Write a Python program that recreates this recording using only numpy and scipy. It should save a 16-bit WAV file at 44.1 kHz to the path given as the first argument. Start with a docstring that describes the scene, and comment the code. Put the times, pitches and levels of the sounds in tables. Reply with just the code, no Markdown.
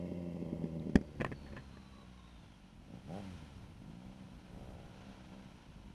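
"""A motorcycle engine, heard from on the bike, runs down on a closed throttle as it rolls off a wet track.
Each firing sends a gas pulse through the pipe; the engine is blipped twice and then pulls gently.
Unburnt fuel pops and cracks in the exhaust; gear whines and a late exhaust harmonic are sines locked
to the firings. Valve clatter, ticks of grit, tyre hiss and a little wind, mostly filtered noise, lie under."""
import sys
import numpy as np
from scipy import signal
from scipy.fft import rfft, irfft
from scipy.io import wavfile

SR = 44100
rng = np.random.default_rng(int(sys.argv[2]) if len(sys.argv) > 2 else 0)


def unload_wav(signal):
    """Save mono or channel-first audio to the path in sys.argv[1] as 16-bit WAV at rate SR, clipped to [-1, 1]."""
    wavfile.write(
        sys.argv[1],
        SR,
        np.round(np.clip(np.atleast_2d(signal).T, -1, 1) * 32767).astype(np.int16),
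    )


N = 261940
TIME = np.arange(N) / SR
CUTOFF_HZ = 12900
CRUISE_HZ = 60  # firing rate that counts as cruising

# Engine running down in gear, dropping with the clutch in, then following the throttle:
# (time [s], firing rate [Hz])
FIRING_RATE = [(0, 89.52), (.75, 80.32), (1.05, 75.54), (2.42, 57.87), (2.8, 41.03), (2.97, 62),
               (3.05, 63.47), (3.18, 104.1), (3.45, 74.32), (3.8, 46.88), (4.01, 61.5), (4.16, 65.43),
               (4.37, 60.24), (4.75, 63.95), (4.93, 61.72), (5.06, 66.06), (5.27, 62.2), (5.43, 66.2),
               (5.65, 53.1), (5.94, 46.55)]
# Twists of the throttle, two blips and then gentle pulls: (time [s], attack [s], hold [s], release [s],
# thump level before trim [dB], hard edge level at cruising revs before trim [dB])
THROTTLE_TWISTS = [(2.869, .025, 0.088, 0.022, -50, -56.5), (3.057, 0.042, 0.068, 0.04, -44, -51.5),
                   (3.797, 0.025, .25, 0.33, -52, -61), (4.376, 0.24, 0.1, 0.29, -56, -53.5),
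                   (5.021, .05, 0.041, 0.089, -53.5, -63), (5.248, 0.092, .08, 0.028, -53.5, -60.5)]
# Tone of the hard edge on a shut throttle: (frequency [Hz], relative level per Hz [dB])
SHUT_EDGE_SPECTRUM = [(60, -40), (200, -14), (340, 7.5), (430, 1), (510, 3.5), (590, 8), (700, -16),
                      (800, -7.5), (880, -17), (980, -10.5), (1200, -22), (1500, -63), (4000, -79)]
# Hiss and clatter swell with the big blip; clatter alone swells again during the pull:
# (time [s], attack [s], hold [s], release [s], clatter level [dB], hiss level [dB])
NOISE_SWELLS = [(3.07, 0.058, 0.23, 0.24, -66, -69), (4.7, .3, 0.018, 0.81, -64, -95)]


def amp(db):
    """Decibels to gain."""
    return 10 ** (np.asarray(db) / 20)


def unit(x):
    """Scales to rms 1."""
    return x / np.sqrt(np.mean(x ** 2) + 1e-20)


def curve(rows, axis=1):
    """One column of a time table, at every sample."""
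    rows = np.asarray(rows)
    return np.interp(TIME, rows[:, 0], rows[:, axis])


def swell(s, attack_s, hold_s, release_s, db=0):
    """Envelope that rises, holds at db and dies away."""
    t = TIME - s
    rise = np.clip(t / attack_s, 0, 1)
    fall = np.exp(-np.maximum(t - attack_s - hold_s, 0) / release_s)
    return amp(db) * rise * fall


def together(*levels):
    """Levels add by their power."""
    return np.sqrt(sum(level ** 2 for level in levels))


def wander(rate_hz):
    """Slow random motion of rms 1."""
    hz = np.fft.rfftfreq(N, 1 / SR)
    slow = rfft(rng.standard_normal(N)) * np.exp(-(hz / rate_hz) ** 2)
    return unit(irfft(slow, N))


def colour(x, spectrum):
    """Causal filter with the given spectrum: rings after a click, never before."""
    hz, db = np.transpose(spectrum)
    grid = np.fft.rfftfreq(4096, 1 / SR)
    level_db = np.interp(np.log(grid + 1), np.log(hz), db)
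    # folding the cepstrum gives minimum phase
    cepstrum = irfft(np.log(amp(level_db)))
    half = len(cepstrum) // 2
    cepstrum[1:half] *= 2
    cepstrum[half + 1:] = 0
    response = irfft(np.exp(rfft(cepstrum)))
    return signal.oaconvolve(x, response)[:len(x)]


def noise(spectrum):
    """Coloured noise of rms 1."""
    return unit(colour(rng.standard_normal(N), spectrum))


def add(mix, s, sound):
    """Mixes a sound in at time s."""
    part = mix[round(s * SR):][:len(sound)]
    part += sound[:len(part)]


def exhaust(turns, thump_db=-1, shut_db=-0.5, open_db=-3.5, edge_uneven_db=2.3, limp=0.037,
            rush_db=-15, rasp_db=-13, shut_rasp_db=-3):
    """One gas pulse per firing with a rush behind it; the burn is ragged on a shut throttle and near idle."""
    # tones: (frequency [Hz], relative level per Hz [dB])
    thump_spectrum = [(30, -26), (100, 0), (150, 4), (190, 8), (240, 1.5), (320, 4.5), (420, 6.5),
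                      (700, -9), (3000, -45.5)]
    open_edge_spectrum = [(60, -74.5), (200, 7.5), (340, 5), (400, 7.5), (490, 1.5), (560, 8), (660, 1),
                          (800, 4.5), (880, -12), (980, -14.5), (1180, -18.5), (1400, -20.5), (2000, -26),
                          (4000, -42)]
    # ragged burn on the shut throttle, sputtering out after the big backfire:
    # (time [s], thump level before trim [dB], edge level before trim [dB])
    ragged_burn = [(0, -42, -49.5), (.55, -43.5, -49.5), (.9, -42, -54), (1.04, -53.5, -54),
                   (1.4, -57, -69.5), (1.53, -52, -57.5), (1.7, -66, -86), (2.0, -78, -67),
                   (2.25, -80, -87)]

    at = np.flatnonzero(np.diff(np.floor(turns)))
    size, edge, late = rng.standard_normal((3, len(at)))
    ragged = (1 - .85 * throttle()[at]) * (1 + 2.5 * np.maximum(-revs()[at], 0))
    size_db = 1.8 * ragged * size
    late_s = .0004 * ragged * late
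    # every other firing is a little stronger; the root evens out the power as the rate changes
    strength = amp(size_db) * (1 + limp * (-1) ** np.arange(len(at))) / np.sqrt(curve(FIRING_RATE)[at])
    at = np.clip(at + (late_s * SR).astype(int), 0, N - 1)
    soft, hard = np.zeros((2, N))
    soft[at] = strength
    hard[at] = strength * amp(edge_uneven_db * ragged * edge)

    rush = unit(np.exp(-(turns % 1) / 3.0) * rng.standard_normal(N))  # decays after each firing
    # suction follows each front
    slugs = -pipe(unit(soft) + amp(rush_db) * rush, width_s=0.0012, echo=0.037, lag_s=0.0019)
    push, bite = effort()
    thump_level = amp(thump_db) * together(push, amp(curve(ragged_burn)))
    thump = unit(colour(slugs, thump_spectrum)) * thump_level
    shut_level = amp(curve(ragged_burn, axis=2) + shut_db)
    shut = shut_level * unit(colour(unit(hard) + amp(shut_rasp_db) * rush, SHUT_EDGE_SPECTRUM))
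    wide = bite * amp(open_db) * unit(colour(unit(hard) + amp(rasp_db) * rush, open_edge_spectrum))
    return thump + shut + wide


def pipe(x, width_s, echo, lag_s=0., round_trip_s=0.00469, size=1024):
    """Each gas slug leaves as a rounded pulse, and again after a round trip in the pipe."""
    t = np.arange(-size, size + 1) / SR - lag_s
    first = (t / width_s) ** 2
    second = ((t - round_trip_s) / width_s) ** 2
    pulse = (1 - first) * np.exp(-first / 2) + echo * (1 - second) * np.exp(-second / 2)
    return signal.oaconvolve(x, pulse, "same")


def effort(idle_db=-62, pumping_db=-63, pumping_db_per_octave=21, idle_edge_db=-71, edge_db_per_octave=14):
    """Strength of the thump and of its edge: idling, growing with the revs, and pushed up by each twist."""
    octaves = revs()
    twists = [(swell(*shape), thump_db, edge_db) for *shape, thump_db, edge_db in THROTTLE_TWISTS]
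    pumping = amp(pumping_db + pumping_db_per_octave * octaves)
    thump = together(amp(idle_db), pumping, *(grip * amp(db) for grip, db, _ in twists))
    edge = together(amp(idle_edge_db), *(grip * amp(db) for grip, _, db in twists))
    return thump, edge * amp(edge_db_per_octave * octaves)


def throttle():
    """Opening of the throttle, 0-1."""
    return np.minimum(sum(swell(*shape) for *shape, _, _ in THROTTLE_TWISTS), 1)


def revs():
    """Engine speed in octaves above cruising."""
    return np.log2(curve(FIRING_RATE) / CRUISE_HZ)


def taut():
    """1 while the drive is under load, 0 once it has gone slack."""
    # (time it starts to slacken [s], time it is loose [s])
    slackening = (0.59, 1.43)
    return np.interp(TIME, slackening, [1, 0])


def drone(turns, level_db=-62.0, db_per_octave=11, open_db=-12, taut_db=1, lag=0.12):
    """Mean flow in the pipe pulsates once per firing; stronger off the throttle, lumpy on a slack drive."""
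    load = taut()
    flow = -np.cos(2 * np.pi * (turns - lag) + .2 * wander(20))
    waver_db = (3.2 - 2.2 * load) * wander(12)
    return unit(flow) * amp(level_db + db_per_octave * revs() + open_db * throttle() + taut_db * load + waver_db)


def afterfire(bang_decay_s=0.0032, bang_db=-6, crack_db=-6, thud_db=-1,
              boom=0.31, boom_hz=75, boom_decay_s=0.0084, front_db=13,
              knock_db=-9, knock_hz=135, knock_decay_s=0.024):
    """Unburnt fuel goes off in the hot pipe: a round thud with a steep front and a crack on top."""
    # afterfire pops: (time [s], thud pulse level [dB], crack level before trim [dB])
    pops = [(0.1204, -31, -63), (0.426, -31.5, -54), (0.5312, -26.5, -56), (.642, -25.5, -49),
            (0.822, -44, -51), (0.87, -28, -46), (.897, -31, -44.5), (0.9577, -10.5, -17.5),
            (0.9734, -28, -37.5), (0.988, -33, -44), (1.014, -34.5, -43.5), (1.987, -46.5, -76),
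            (2.938, -44.5, -66)]
    # sharp cracks in the silencer:
    # (time [s], crack level before trim [dB], decay [s], thud level before trim [dB])
    silencer_cracks = [(1.202, -35.5, 0.0077, -29.5), (1.21, -24.5, 0.003, -32),
                       (1.216, -24.5, 0.006, -32.5), (1.222, -53, 0.0045, -29), (1.2467, -18, 0.0025, -36),
                       (1.253, -45, 0.018, -35), (1.264, -37, 0.0058, -35.5), (1.317, -36, 0.0053, -38),
                       (1.324, -35, .005, -34), (1.463, -51, 0.025, -52), (1.524, -47.5, 0.0098, -41),
                       (1.566, -37.5, 0.015, -53), (1.579, -57, 0.0028, -36), (1.771, -46, 0.0042, -44.5)]
    # tones of the two: (frequency [Hz], relative level per Hz [dB])
    bang_spectrum = [(100, -9), (400, -1), (600, 12.5), (1000, -3), (1450, -6), (1720, 1), (2500, -4),
                     (2850, -20), (3300, -6.5), (3900, -28), (4500, -12), (5600, -14), (7500, -24),
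                     (14000, -34)]
    crack_spectrum = [(100, 0.5), (350, -2), (600, 4), (930, -10), (1050, -0.5), (1400, -12), (1750, 2.5),
                      (2200, -10), (2550, -5.5), (2900, -17.5), (3200, -15.5), (3700, -27), (5600, -30),
                      (8000, -36), (14000, -46)]

    slugs, rattle = np.zeros((2, N))
    t = TIME[:SR // 10]
    knock = np.sin(2 * np.pi * knock_hz * t) * np.exp(-t / knock_decay_s)  # silencer shell struck from inside
    for s, db, top_db in pops:
        slugs[round(s * SR)] = amp(db)
        add(rattle, s - .001, burst(bang_spectrum, top_db + bang_db, bang_decay_s, shock=0.47))
    for s, db, decay_s, low_db in silencer_cracks:
        slugs[round(s * SR)] = amp(low_db + thud_db)
        add(rattle, s, burst(crack_spectrum, db + crack_db, decay_s))
        add(rattle, s, amp(low_db + knock_db) * knock)

    ring = np.sin(2 * np.pi * boom_hz * t) * np.exp(-t / boom_decay_s)
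    # squaring lets only big ones set the silencer volume booming
    swing = boom * signal.oaconvolve(slugs ** 2 / slugs.max(), ring)[:N]
    front = amp(front_db) * colour(np.minimum(slugs, amp(-26)), SHUT_EDGE_SPECTRUM)
    return pipe(slugs, width_s=0.001, echo=0.45) + swing + front + rattle


def burst(spectrum, db, decay_s, shock=4, size=4096):
    """A shock front and dying turbulence rattle the silencer shell; db sets the energy for its decay."""
    t = np.arange(size) / SR
    turbulence = rng.standard_normal(size) * np.exp(-t / decay_s)
    sound = colour(shock * (t == 0) + turbulence, spectrum)
    return amp(db) * sound * np.sqrt(decay_s * SR / 2 / np.sum(sound ** 2))


def firing_locked_tones(turns):
    """Gear whines, then an exhaust harmonic: multiples of the firing rate, smeared and pulsed by each firing."""
    # gear and chain whines, and in the last row a high exhaust harmonic during the pull:
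    # (time [s], attack [s], hold [s], release [s], multiple of the firing rate [ratio], blur [rad], level [dB])
    locked_tones = [(-.1, .1, 0.17, .25, 31, 0.93, -76), (.95, .05, .25, 0.11, 62, 1.0, -82),
                    (1.302, 0.057, .08, 0.13, 62, 0.54, -74.5), (1.45, 0.26, 0.75, .28, 62, 1.15, -77.5),
                    (1.653, 0.1, 0.49, .12, 17.6, 0.29, -72), (4.65, .3, .12, .2, 23, 1.2, -78.5)]
    flutter = (1 + .75 * np.cos(2 * np.pi * turns)) * amp(3.5 * wander(35))
    phase_wander = wander(70)
    out = np.zeros(N)
    for *shape, multiple, blur, db in locked_tones:
        tone = np.cos(2 * np.pi * multiple * turns + blur * phase_wander)
        out += unit(tone * flutter) * swell(*shape, db)
    return out


def clatter(turns, level_db=-66, db_per_octave=6, taut_db=-10,
            cases_db=-83, cases_db_per_octave=13, cases_taut_db=7, depth=0.052, flicker_db=1.0):
    """Valves and chain rattle with the firings; under load they quieten and the engine cases ring instead."""
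    # tones: (frequency [Hz], relative level per Hz [dB])
    valve_spectrum = [(200, -0.5), (700, 1.5), (1000, 3.5), (1190, -6.5), (1350, 1), (1650, -3.5),
                      (1950, -8), (2300, -4.5), (3200, -4), (3600, -9.5), (3950, -7.5), (4900, -16),
                      (5800, -12.5), (7500, -25.5), (12000, -57)]
    case_spectrum = [(500, -9.5), (1500, -29), (1900, -6.5), (2130, -1), (2350, -15), (2770, -3),
                     (2940, -15.5), (3150, -3.5), (3550, -29), (3900, -19.5), (4500, -17), (5200, -17.5),
                     (9000, -27)]
    octaves, load = revs(), taut()
    beat = unit((1 + depth * np.cos(2 * np.pi * turns)) * amp(flicker_db * wander(68)))
    swells = [swell(*shape, db) for *shape, db, _ in NOISE_SWELLS]
    running = amp(level_db + db_per_octave * octaves + taut_db * load)
    valves = noise(valve_spectrum) * together(running, *swells)
    cases = noise(case_spectrum) * amp(cases_db + cases_db_per_octave * octaves + cases_taut_db * load)
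    return beat * (valves + cases)


def ticks(decay_s=0.002):
    """Grit rings a thin panel for an instant: a decaying sine."""
    # small ticks of grit on the bike: (time [s], frequency [Hz], starting level [dB])
    grit = [(0.505, 2750, -62), (.797, 3800, -55)]
    out, t = np.zeros(N), TIME[:SR // 20]
    for s, hz, db in grit:
        add(out, s, amp(db) * np.sin(2 * np.pi * hz * t) * np.exp(-t / decay_s))
    return out


def air(hiss_db=-73.0, hiss_db_per_octave=4.5, hiss_taut_db=-4):
    """Hiss of wet tyres and intake, and lumpy wind on the microphone."""
    # tones: (frequency [Hz], relative level per Hz [dB])
    hiss_spectrum = [(300, -23.5), (2000, 9.5), (5800, 3), (7500, -4.5), (9300, 1.5), (11000, -4),
                     (12800, -14), (15000, 2.5)]
    wind_spectrum = [(10, -18.5), (30, -8.5), (55, -5.5), (100, -4.5), (200, -9), (400, -23), (1000, -31),
                     (3000, -53.5)]
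    # wind buffets on the microphone: (time [s], attack [s], hold [s], release [s], level before lumps [dB])
    buffets = [(1.106, 0.097, 0.31, .15, -57), (4.477, 0.061, 0.11, 0.065, -50),
               (4.784, 0.06, 0.033, 0.036, -53)]
    # breeze between the buffets: (time [s], level before lumps [dB])
    breeze = [(0, -66), (.6, -56.5), (2.3, -64.5), (3.2, -56), (5.5, -57), (5.94, -59.5)]

    swells = [swell(*shape, db) for *shape, _, db in NOISE_SWELLS]
    running = amp(hiss_db + hiss_db_per_octave * revs() + hiss_taut_db * taut())
    hiss = noise(hiss_spectrum) * together(running, *swells)
    lumps_db = 2 * wander(12)
    wind = together(amp(curve(breeze)), *(swell(*gust) for gust in buffets))
    return hiss + noise(wind_spectrum) * wind * amp(lumps_db)


def scene():
    """The engine's layers follow one running count of firings; afterfire, grit and air join them."""
    unsteady = 1 + .004 * wander(15)
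    turns = .9 + np.cumsum(curve(FIRING_RATE) * unsteady) / SR
    engine = exhaust(turns) + drone(turns) + firing_locked_tones(turns) + clatter(turns)
    return (engine + afterfire() + ticks() + air())[None]


def record(dry):
    """The microphone channel's band limit: a steep lowpass."""
    lowpass = signal.firwin(401, CUTOFF_HZ, window=("kaiser", 8), fs=SR)
    return signal.oaconvolve(dry, lowpass[None], "same", axes=1)


dry = scene()
out = record(dry)
unload_wav(out)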